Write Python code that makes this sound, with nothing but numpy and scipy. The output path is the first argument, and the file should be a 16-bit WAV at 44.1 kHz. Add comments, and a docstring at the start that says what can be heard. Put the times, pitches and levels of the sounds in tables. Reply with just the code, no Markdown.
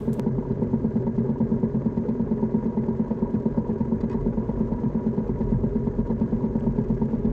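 """On the saddle of a single-cylinder four-stroke scooter, rolling at idle from asphalt onto gravel.
Each firing thumps the muffler and barks from the tailpipe; the intake gulps, the valves knock,
the casing rattles and a loose cover pings in step. Light wind buffets the microphone, stones crunch
under the tyres and strike the bodywork, and a thin whine hangs in the trees."""
import sys
import numpy as np
from scipy import signal
from scipy.fft import rfft, irfft, next_fast_len
from scipy.io import wavfile
from scipy.ndimage import uniform_filter1d, map_coordinates

SR = 44100
rng = np.random.default_rng(int(sys.argv[2]) if len(sys.argv) > 2 else 0)


def output_pcm(signal):
    """Save a mono or channel-first signal as 16-bit PCM at the path in sys.argv[1].

    Samples are clipped to [-1, 1] before scaling.
    """
    pcm = np.clip(np.atleast_2d(signal).T, -1, 1) * 32767
    wavfile.write(sys.argv[1], SR, np.round(pcm).astype(np.int16))


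N = 322812

# Resonances: freq_hz, width_hz, gain_db
MUFFLER_MODES = [(118, 12.4, -10), (161, 45, -10), (224.5, 21, 1), (252, 27, -11), (381, 16, -23)]
TAILPIPE_MODES = [(545, 46, -5.5), (934.4, 54, 2)]
AIRBOX_MODES = [(108, 7, -4), (128.8, 10, -1), (207, 48, -3.6), (236.6, 18, -.3)]
FRAME_MODES = [(133.5, 10, 0)]
HEAD_MODES = [(397, 38, 0), (464, 45, -8.5), (584, 27, -20)]
ROCKER_COVER_MODES = [(1472, 41, -4), (1622, 20, 1), (1693, 70, -4), (1820, 66, -12.5), (1983, 70, -9.5)]
CASING_MODES = [(287, 50, -10), (380.8, 11, 0.5), (413.1, 17, 1.5), (473, 39, -7), (551, 29, -13.5),
                (644, 8.8, -23), (841, 69, -18), (940, 18, -13), (1058, 18, -22.5)]
STEEL_MODES = [(1170, 89, 5), (1710, 32, 10), (2023, 61, 11), (2510, 47, 4), (3040, 140, -3),
               (3520, 83, -2), (3960, 71, -0.5), (4500, 380, -7), (4860, 90, -3.5), (5240, 230, -12),
               (7100, 250, -12.5)]
LOOSE_COVER_MODES = [(961, 27, 0)]
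MUDGUARD_MODES = [(1100, 61, 11), (1800, 110, 1.5)]

# Spectral shapes: freq_hz, relative_db
BARK_SPECTRUM = [(250, -26), (420, 12.5), (600, 1.5), (720, -8.5), (850, 3.5), (930, 3.5), (1100, -11.5),
                 (1400, -33), (2000, -22), (3000, -49), (8000, -71.5)]
DRONE_SPECTRUM = [(40, -25), (70, -6), (95, -5.5), (110, -10.5), (150, -4.5), (178, -6), (197, -9),
                  (222, 3.5), (260, -2.5), (305, -18.5), (600, -27.5), (1500, -80), (4000, -110)]
CHAIN_SPECTRUM = [(300, 1.5), (1100, 20), (1900, -2), (2400, 4), (3000, 1.5), (4200, -0.5), (6200, -1),
                  (7300, -3), (8000, -7), (8600, -21.5), (10500, -28), (15000, -33.5)]
WIND_SPECTRUM = [(18, -30.5), (29, -12.5), (47, 0.5), (65, -14), (110, -14), (400, -42), (1500, -94.5),
                 (4000, -120)]
STONE_SPECTRUM = [(400, -32.5), (1100, 3.5), (1900, 4.5), (2700, -1.5), (4400, -11), (7000, -11.5),
                  (8300, -24.5), (10000, -58.5)]
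TICK_SPECTRUM = [(1000, -36.5), (3000, -3), (5500, -3.5), (7500, 3.5), (10000, 3), (13000, -2),
                 (16000, -10.5)]
TAP_SPECTRUM = [(500, -9.5), (950, -1.5), (1500, -16), (4000, -28.5)]
CLICK_SPECTRUM = [(100, 0), (800, 17), (2500, 7), (7000, -2), (16000, -10)]
BRIGHT_HISS_SPECTRUM = [(500, 2), (3400, 2), (5000, -7), (8000, -4.5), (9000, -3), (10500, -10.5),
                        (12500, -5.5), (16000, -11.5)]

# Blows in each engine cycle: phase_cycles, relative_db, scatter_db
INTAKE_STROKES = [(.187, 0, 1.4), (.3834, -7.5, 2.5)]
VALVE_KNOCKS = [(.0256, 2.5, 1.5), (.0986, -1.5, 2), (.24, -1, 3), (.585, -2.5, 2), (.628, -3.5, 2),
                (.82, -2.5, 2), (.986, -2, 2)]
TAPPET_TICKS = [(.13, 0.5, 4), (.585, -6, 6), (.7, -4.5, 6), (.9, -1.5, 3.5)]
COVER_TAPS = [(.24, 0.5, 5), (.42, -4.5, 4.5), (.6, -4.5, 4), (.73, -1.5, 7)]
# Gains round the cycle: phase_cycles, casing_db, rocker_db, chain_db
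CYCLE_GAINS = [(.03, 2, -2, -3.5), (.16, 0, 4, -3.5), (.23, -1.5, -0.5, -3.5), (.45, 2, 0, -2),
               (.555, -1.5, -3.5, -1.5), (.6, 0.5, 5, -3), (.7, 2, -1, -2.5), (0.851, -0.5, 0, 0),
               (.95, -0.5, -4.5, -0.5)]
# Hunting idle: time_s, firing_rate_hz
IDLE_RATE = [(0.13, 9.029), (0.39, 8.179), (0.66, 8.866), (1.18, 8.999), (1.67, 8.731), (2.14, 8.871),
             (2.5, 8.622), (2.94, 8.976), (3.49, 8.388), (3.75, 8.784), (4.38, 8.794), (4.54, 8.641),
             (5.3, 8.822), (5.65, 8.498), (6.23, 8.904), (6.96, 8.509), (7.1, 8.7)]
# Hard or stumbling firings, offsets from normal: time_s, thump_db, bark_db, slap_db, gulp_db
UNEVEN_FIRINGS = [(.076, -0.5, 3, 0.5, 2), (.187, -1.5, 1.5, 3, -10), (.265, 0, 2, 0.5, -2.5),
                  (.381, -0.5, 2, -2, -14), (.846, -0.5, -1.5, -3, 0.5), (1.07, 0, 6, 3.5, -0.5),
                  (1.18, 0.5, -5, 2.5, 3), (1.291, -0.5, 1, 3, -6.5), (1.404, 1, 4.5, -2, 3.5),
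                  (1.631, 0.5, 2.5, 0.5, -0.5), (1.746, -0.5, -0.5, 2.5, 3.5), (1.975, 2, 0, 5, -0.5),
                  (2.088, 0.5, 3, 7, 0), (2.428, 1, 4.5, 1, -0.5), (2.543, 1, 3.5, 1.5, 0),
                  (2.772, -0.5, 4.5, -2, 0), (2.886, 0.5, 3, 4.5, 1.5), (3.109, 0, 3.5, 6, -7.5),
                  (3.224, 2, 2.5, -1, -11), (3.34, 0, 0.5, 6, 2.5), (3.459, 1.5, 3, 2, -7),
                  (3.577, 2.5, 4.5, 3.5, 0.5), (3.694, -1.5, 2, 2, -1), (3.809, 1.5, 4.5, -0.5, -3.5),
                  (4.149, 0, 1.5, 0, -7.5), (4.264, -1.5, -1, -0.5, 2.5), (4.49, -1, 4, 3, -15.5),
                  (4.722, -0.5, 2, 5, -0.5), (4.838, 0, 0.5, 3.5, 6), (5.064, 0, -2, 3, -2),
                  (5.407, -2, 1.5, 4, 0.5), (5.521, 1, 0, 2, 4), (5.871, -1, 3.5, 3, -15),
                  (6.101, 1.5, 2.5, 4.5, 0), (6.214, 1, 1, 6, 0), (6.44, -1.5, 3.5, 2.5, -2),
                  (6.669, -0.5, 2.5, 0.5, 3), (7.019, 0, 4.5, 1.5, 0.5), (7.249, 0.5, -0.5, 6.5, 1)]

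# Envelopes: time_s, gain_db
WIND_ENVELOPE = [(0, -46.5), (.5, -41), (1.3, -46), (1.7, -41), (2.2, -42), (2.9, -41.5), (3.3, -37.5),
                 (3.8, -42.5), (4.1, -37), (4.27, -30.5), (4.45, -35.5), (4.6, -31.5), (5.2, -40),
                 (5.5, -29.5), (5.8, -32), (6.3, -36), (6.9, -33), (7.1, -39), (7.3, -28)]
BRIGHT_HISS_ENVELOPE = [(0, -61), (.12, -69), (.145, -61.5), (.194, -65), (.2, -110)]
PING_ENVELOPE = [(0, -61), (.85, -62), (1.5, -56.5), (2.25, -52), (3.05, -52.5), (4.5, -51), (4.95, -51),
                 (7.3, -61.5)]
BOOM_ENVELOPE = [(0, -34.5), (.5, -32), (1.25, -33), (2.9, -42.5), (4, -37.5), (4.55, -37), (5.15, -42),
                 (5.65, -34), (6.2, -41.5), (6.6, -32), (7.3, -41)]
# Whine creeping upward: time_s, pitch_hz
WHINE_PITCH = [(.2, 6270), (2.5, 6420), (4.7, 6420), (7.3, 6450)]
# Light, bright ticks: start_s, level_db, t60_s
LIGHT_TICKS = [(.131, -43.5, 0.021), (.139, -52, 0.03), (.632, -58.5, 0.021), (3.958, -62, 0.0092),
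               (6.565, -57, 0.017), (6.598, -57, .03), (6.655, -65, 0.022)]
# Thrown stones on the bodywork: start_s, steel_drive_db, plastic_drive_db, t60_s
STONE_HITS = [(4.004, -52, -54, 0.06), (4.01, -51.5, -42, 0.026), (4.038, -55, -61, .04),
              (4.097, -46.5, -50, 0.048), (4.112, -46, -52, 0.042), (4.127, -51.5, -42, 0.072),
              (4.209, -54.5, -62, .04), (5.412, -54, -53.5, 0.046), (5.438, -53, -54, .03),
              (5.912, -60, -49, .02), (6.071, -59, -62, .04), (6.838, -54.5, -64, 0.029),
              (7.15, -55, -55.5, 0.026)]
# Jolts to the loose cover: start_s, relative_db
COVER_JOLTS = [(0.424, -4.5), (.451, -2), (0.496, -10.5), (1.359, 0), (2.108, -4), (2.276, 0),
               (2.394, -2.5), (2.566, -3), (3.073, -1), (3.257, 1), (3.651, -0.5), (4.119, -1),
               (4.188, -1.5), (4.78, -1.5), (5.011, -3.5), (5.139, -1.5), (5.201, -0.5), (6.407, -0.5)]

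FIRST_FIRING_S = .076
CLICK_S, SKIP_CYCLES = .1962, .346  # the beat jumps ahead at the click


def amp(db):
    """Decibels to gain."""
    return 10 ** (np.asarray(db) / 20)


def unit(x):
    """Scale to rms 1."""
    return x / np.sqrt(np.mean(x ** 2) + 1e-20)


def steady(x, span_s):
    """Hold rms at 1 over span_s; fast flutter remains."""
    return x / np.sqrt(abs(uniform_filter1d(x ** 2, int(span_s * SR))) + 1e-20)


def clock():
    """Sample times in s."""
    return np.arange(N) / SR


def curve(rows):
    """Linear interpolation of (time_s, value) rows."""
    return np.interp(clock(), *np.transpose(rows))


def wobble(rate_hz):
    """Random knots at rate_hz, joined by lines."""
    knots = rng.standard_normal(int(N * rate_hz / SR) + 4)
    return map_coordinates(knots, [clock() * rate_hz], order=1)


def filtered(x, response):
    """Apply a complex frequency response."""
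    size = 2 * next_fast_len((N + SR // 2) // 2)
    return irfft(rfft(x, size) * response(np.fft.rfftfreq(size, 1 / SR)), size)[:N]


def dulled(x, cutoff_hz=8200):
    """Steep low-pass."""
    return filtered(x, lambda hz: 1 / (1 + (hz / cutoff_hz) ** 20))


def coloured(x, spectrum):
    """Minimum-phase filter of unit power, shaped to the spectrum."""
    def response(hz):
        knot_hz, db = np.transpose(spectrum)
        magnitude = unit(amp(np.interp(np.log(hz + 1), np.log(knot_hz), db)))
        cepstrum = irfft(np.log(magnitude))
        cepstrum[1:len(hz) - 1] *= 2
        cepstrum[len(hz):] = 0
        return np.exp(rfft(cepstrum))
    return filtered(x, response)


def ringing(x, modes, drive_hz, alternate=True):
    """Resonator bank driven best near drive_hz; neighbouring modes may alternate in sign."""
    sign = -1 if alternate else 1

    def response(hz):
        bank = sum(sign ** k * amp(db) * mode_hz * width_hz / (mode_hz**2 - hz**2 + 1j * hz * width_hz)
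                   for k, (mode_hz, width_hz, db) in enumerate(modes))
        return bank * (1j * hz / drive_hz) / (1 + 1j * hz / drive_hz) ** 2
    return filtered(x, response)


def noise(spectrum):
    """Coloured noise, rms 1."""
    return unit(coloured(rng.standard_normal(N), spectrum))


def impulses(times_s, sizes):
    """One-sample blows."""
    inside = (times_s >= 0) & (times_s < (N - 1) / SR)
    return np.bincount(np.round(times_s[inside] * SR).astype(int), sizes[inside], N)


def scraped(blows, decay_s):
    """Turn each blow into a decaying puff of noise."""
    decay = np.exp(-np.arange(SR // 15) / SR / decay_s)
    return signal.fftconvolve(blows, decay)[:N] * rng.standard_normal(N)


def bursts(rows):
    """Grainy bursts from (start_s, level_db, t60_s) rows."""
    t = clock()
    level = sum((t >= start_s) * amp(db - 60 * np.clip((t - start_s) / t60_s, 0, 2))
                for start_s, db, t60_s in rows)
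    return level * rng.laplace(size=N) / np.sqrt(2)


def cycle_starts():
    """Engine cycle starts in s, with a spare at each end."""
    t = clock()
    cycles = np.cumsum(curve(IDLE_RATE)) / SR + SKIP_CYCLES * (t > CLICK_S)
    cycles -= np.interp(FIRST_FIRING_S, t, cycles)
    firing_s = np.interp(np.arange(np.ceil(cycles[-1])), cycles, t)
    return np.pad(firing_s, 1, mode="reflect", reflect_type="odd")


def firings():
    """Every firing: time_s, then thump, bark, slap and gulp offsets in dB."""
    firing_s = cycle_starts()[1:-1]
    uneven_s, *offsets_db = np.transpose(UNEVEN_FIRINGS)
    nearest = abs(firing_s[:, None] - uneven_s).argmin(axis=0)
    return firing_s, *(np.bincount(nearest, db, len(firing_s)) for db in offsets_db)


def cam_blows(rows, jitter_s):
    """Blows at set phases of each cycle, scattered in time and size."""
    starts_s = cycle_starts()
    phase, db, scatter_db = np.transpose(rows)
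    late, size = rng.standard_normal((2, len(starts_s) - 1, len(rows)))
    times_s = starts_s[:-1, None] + np.diff(starts_s)[:, None] * phase + jitter_s * late
    return impulses(times_s.ravel(), amp(db + scatter_db * np.tanh(size)).ravel())


def insects(level_db=-84.5, width_hz=140):
    """Thin narrow-band whine, probably insects in the trees."""
    phase_rad = 2 * np.pi * np.cumsum(curve(WHINE_PITCH)) / SR
    band = wobble(width_hz) * np.cos(phase_rad) + wobble(width_hz) * np.sin(phase_rad)
    return amp(level_db) * unit(band)


def wind(gust_db=2.5, gust_rate_hz=7.5):
    """Low buffeting that surges over the rough, open gravel."""
    level_db = curve(WIND_ENVELOPE) + gust_db * np.tanh(wobble(gust_rate_hz))
    return amp(level_db) * steady(noise(WIND_SPECTRUM), span_s=.24)


def ticks_and_click():
    """A brief bright hiss ends in a sharp click; light ticks are duller after it."""
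    click = coloured(impulses(np.array([CLICK_S]), amp([-13.5])), CLICK_SPECTRUM)
    ticks = coloured(bursts(LIGHT_TICKS), TICK_SPECTRUM)
    ticks = np.where(clock() < CLICK_S, ticks, dulled(ticks))
    hiss = amp(curve(BRIGHT_HISS_ENVELOPE)) * noise(BRIGHT_HISS_SPECTRUM)
    return ticks + click + hiss


def gravel(start_s=3.4, rise_s=.4, growth_db_per_s=2.5):
    """Tyres sink into ever looser stones: a dense crunch of faint cracks."""
    when, size = rng.random((1100, 2)).T
    cracks = scraped(impulses(when * N / SR, amp(14 * size ** 2)), decay_s=.0018)
    since_s = clock() - start_s
    level = np.clip(since_s / rise_s, 0, 1) * amp(-78 + growth_db_per_s * since_s)
    return level * unit(coloured(cracks, STONE_SPECTRUM))


def thrown_stones():
    """Stones off the tyres ring steel parts and knock the plastic mudguard."""
    steel_hits = bursts([(start_s, db, t60_s) for start_s, db, _, t60_s in STONE_HITS])
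    plastic_hits = bursts([(start_s, db, t60_s) for start_s, _, db, t60_s in STONE_HITS])
    steel = amp(15) * ringing(steel_hits, STEEL_MODES, drive_hz=2450)
    mudguard = amp(20.5) * ringing(plastic_hits, MUDGUARD_MODES, drive_hz=1700)
    return dulled(steel + mudguard + amp(-7.5) * steel_hits)


def loose_cover():
    """A loose cover pings softly between firings, harder when jolted."""
    def ring(taps):
        return ringing(coloured(taps, TAP_SPECTRUM), LOOSE_COVER_MODES, drive_hz=950)
    pings = amp(curve(PING_ENVELOPE)) * unit(ring(cam_blows(COVER_TAPS, jitter_s=.001)))
    jolt_s, jolt_db = np.transpose(COVER_JOLTS)
    return pings + ring(impulses(jolt_s, amp(jolt_db + 4)))


def gears_and_chain():
    """Gears rattle the casing and rocker cover; the chain hisses as its load cycles."""
    starts_s = cycle_starts()
    cycles = np.interp(clock(), starts_s, np.arange(len(starts_s)))
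    phase, casing_db, rocker_db, chain_db = np.transpose(CYCLE_GAINS)

    def load(db, flutter_db, flutter_hz):
        return amp(np.interp(cycles, phase, db, period=1) + flutter_db * wobble(flutter_hz))

    def rattle(db, modes, drive_hz):
        chatter = load(db, flutter_db=3, flutter_hz=150) * rng.standard_normal(N)
        return ringing(chatter, modes, drive_hz, alternate=False)
    casing = steady(rattle(casing_db, CASING_MODES, drive_hz=390), span_s=.31)
    rocker = steady(rattle(rocker_db, ROCKER_COVER_MODES, drive_hz=1500), span_s=.27)
    chain = unit(load(chain_db, flutter_db=2.8, flutter_hz=120) * noise(CHAIN_SPECTRUM))
    return dulled(amp(-35.5) * casing + amp(-61) * rocker) + amp(-64.5) * chain


def valve_train():
    """Combustion and valves knock the cylinder head; tappets tick on thin steel."""
    blows = cam_blows(VALVE_KNOCKS, jitter_s=.00018)
    knocks = unit(ringing(blows, HEAD_MODES, drive_hz=400, alternate=False))
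    taps = scraped(cam_blows(TAPPET_TICKS, jitter_s=.00058), decay_s=.0065)
    ticks = unit(ringing(taps, STEEL_MODES, drive_hz=3200))
    return dulled(amp(-37) * knocks + amp(-74.5) * ticks)


def piston(level_db=-73.5, delay_s=.0023):
    """The piston slaps the cylinder just after each firing: a sharp steel tick."""
    firing_s, _, _, slap_db, _ = firings()
    slaps = scraped(impulses(firing_s + delay_s, amp(slap_db)), decay_s=.0062)
    steel = ringing(slaps, STEEL_MODES, drive_hz=3000)
    return dulled(amp(level_db) * unit(steel + .019 * slaps))


def frame():
    """The frame booms at its resonance over a low drone."""
    boom = steady(ringing(rng.standard_normal(N), FRAME_MODES, drive_hz=95), span_s=.42)
    return amp(curve(BOOM_ENVELOPE)) * boom + amp(-33.5) * noise(DRONE_SPECTRUM)


def intake(level_db=-33):
    """The air box gulps twice a cycle as the intake opens and shuts."""
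    strokes = cam_blows(INTAKE_STROKES, jitter_s=.0003)
    firing_s, _, _, _, gulp_db = firings()
    depth = amp(gulp_db)[np.searchsorted(firing_s, clock()) - 1]
    return amp(level_db) * unit(ringing(depth * strokes, AIRBOX_MODES, drive_hz=154))


def exhaust(bark_lead_s=.00081, rise_s=.015, decay_s=.0086, pipe_jitter_s=.00022):
    """Each puff thumps the muffler, rings the tailpipe and exits with a turbulent bark."""
    firing_s, thump_db, bark_db, _, _ = firings()
    thump_scatter, bark_scatter, late = rng.standard_normal((len(firing_s), 3)).T
    puffs = impulses(firing_s, amp(thump_db + 1.02 * thump_scatter))
    thump = unit(ringing(puffs, MUFFLER_MODES, drive_hz=310))
    t = np.arange(SR // 10) / SR
    puff_shape = (1 - np.exp(-t / rise_s)) * np.exp(-t / decay_s)
    force = amp(bark_db + .3 * np.tanh(bark_scatter))
    flow = signal.fftconvolve(impulses(firing_s - bark_lead_s, force), puff_shape)[:N]
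    bark = unit(coloured(flow * rng.standard_normal(N), BARK_SPECTRUM))
    pipe_blows = impulses(firing_s + pipe_jitter_s * late, force)
    pipe = unit(coloured(ringing(pipe_blows, TAILPIPE_MODES, drive_hz=297), BARK_SPECTRUM))
    return amp(-27.5) * thump + amp(-47.5) * bark + amp(-48.5) * pipe


def scene():
    """Mono mix, just above the handlebar."""
    engine = exhaust() + piston() + intake() + valve_train() + gears_and_chain()
    body = frame() + loose_cover() + thrown_stones()
    background = gravel() + wind() + insects() + ticks_and_click()
    return (engine + body + background)[None]


def record(dry, fade_s=.003, cutoff_hz=15750):
    """Fade both ends and band-limit."""
    fade = np.clip(np.minimum(clock(), clock()[::-1]) / fade_s, 0, 1)
    return np.array([filtered(x * fade, lambda hz: hz < cutoff_hz) for x in dry])


dry = scene()
out = record(dry)
output_pcm(out)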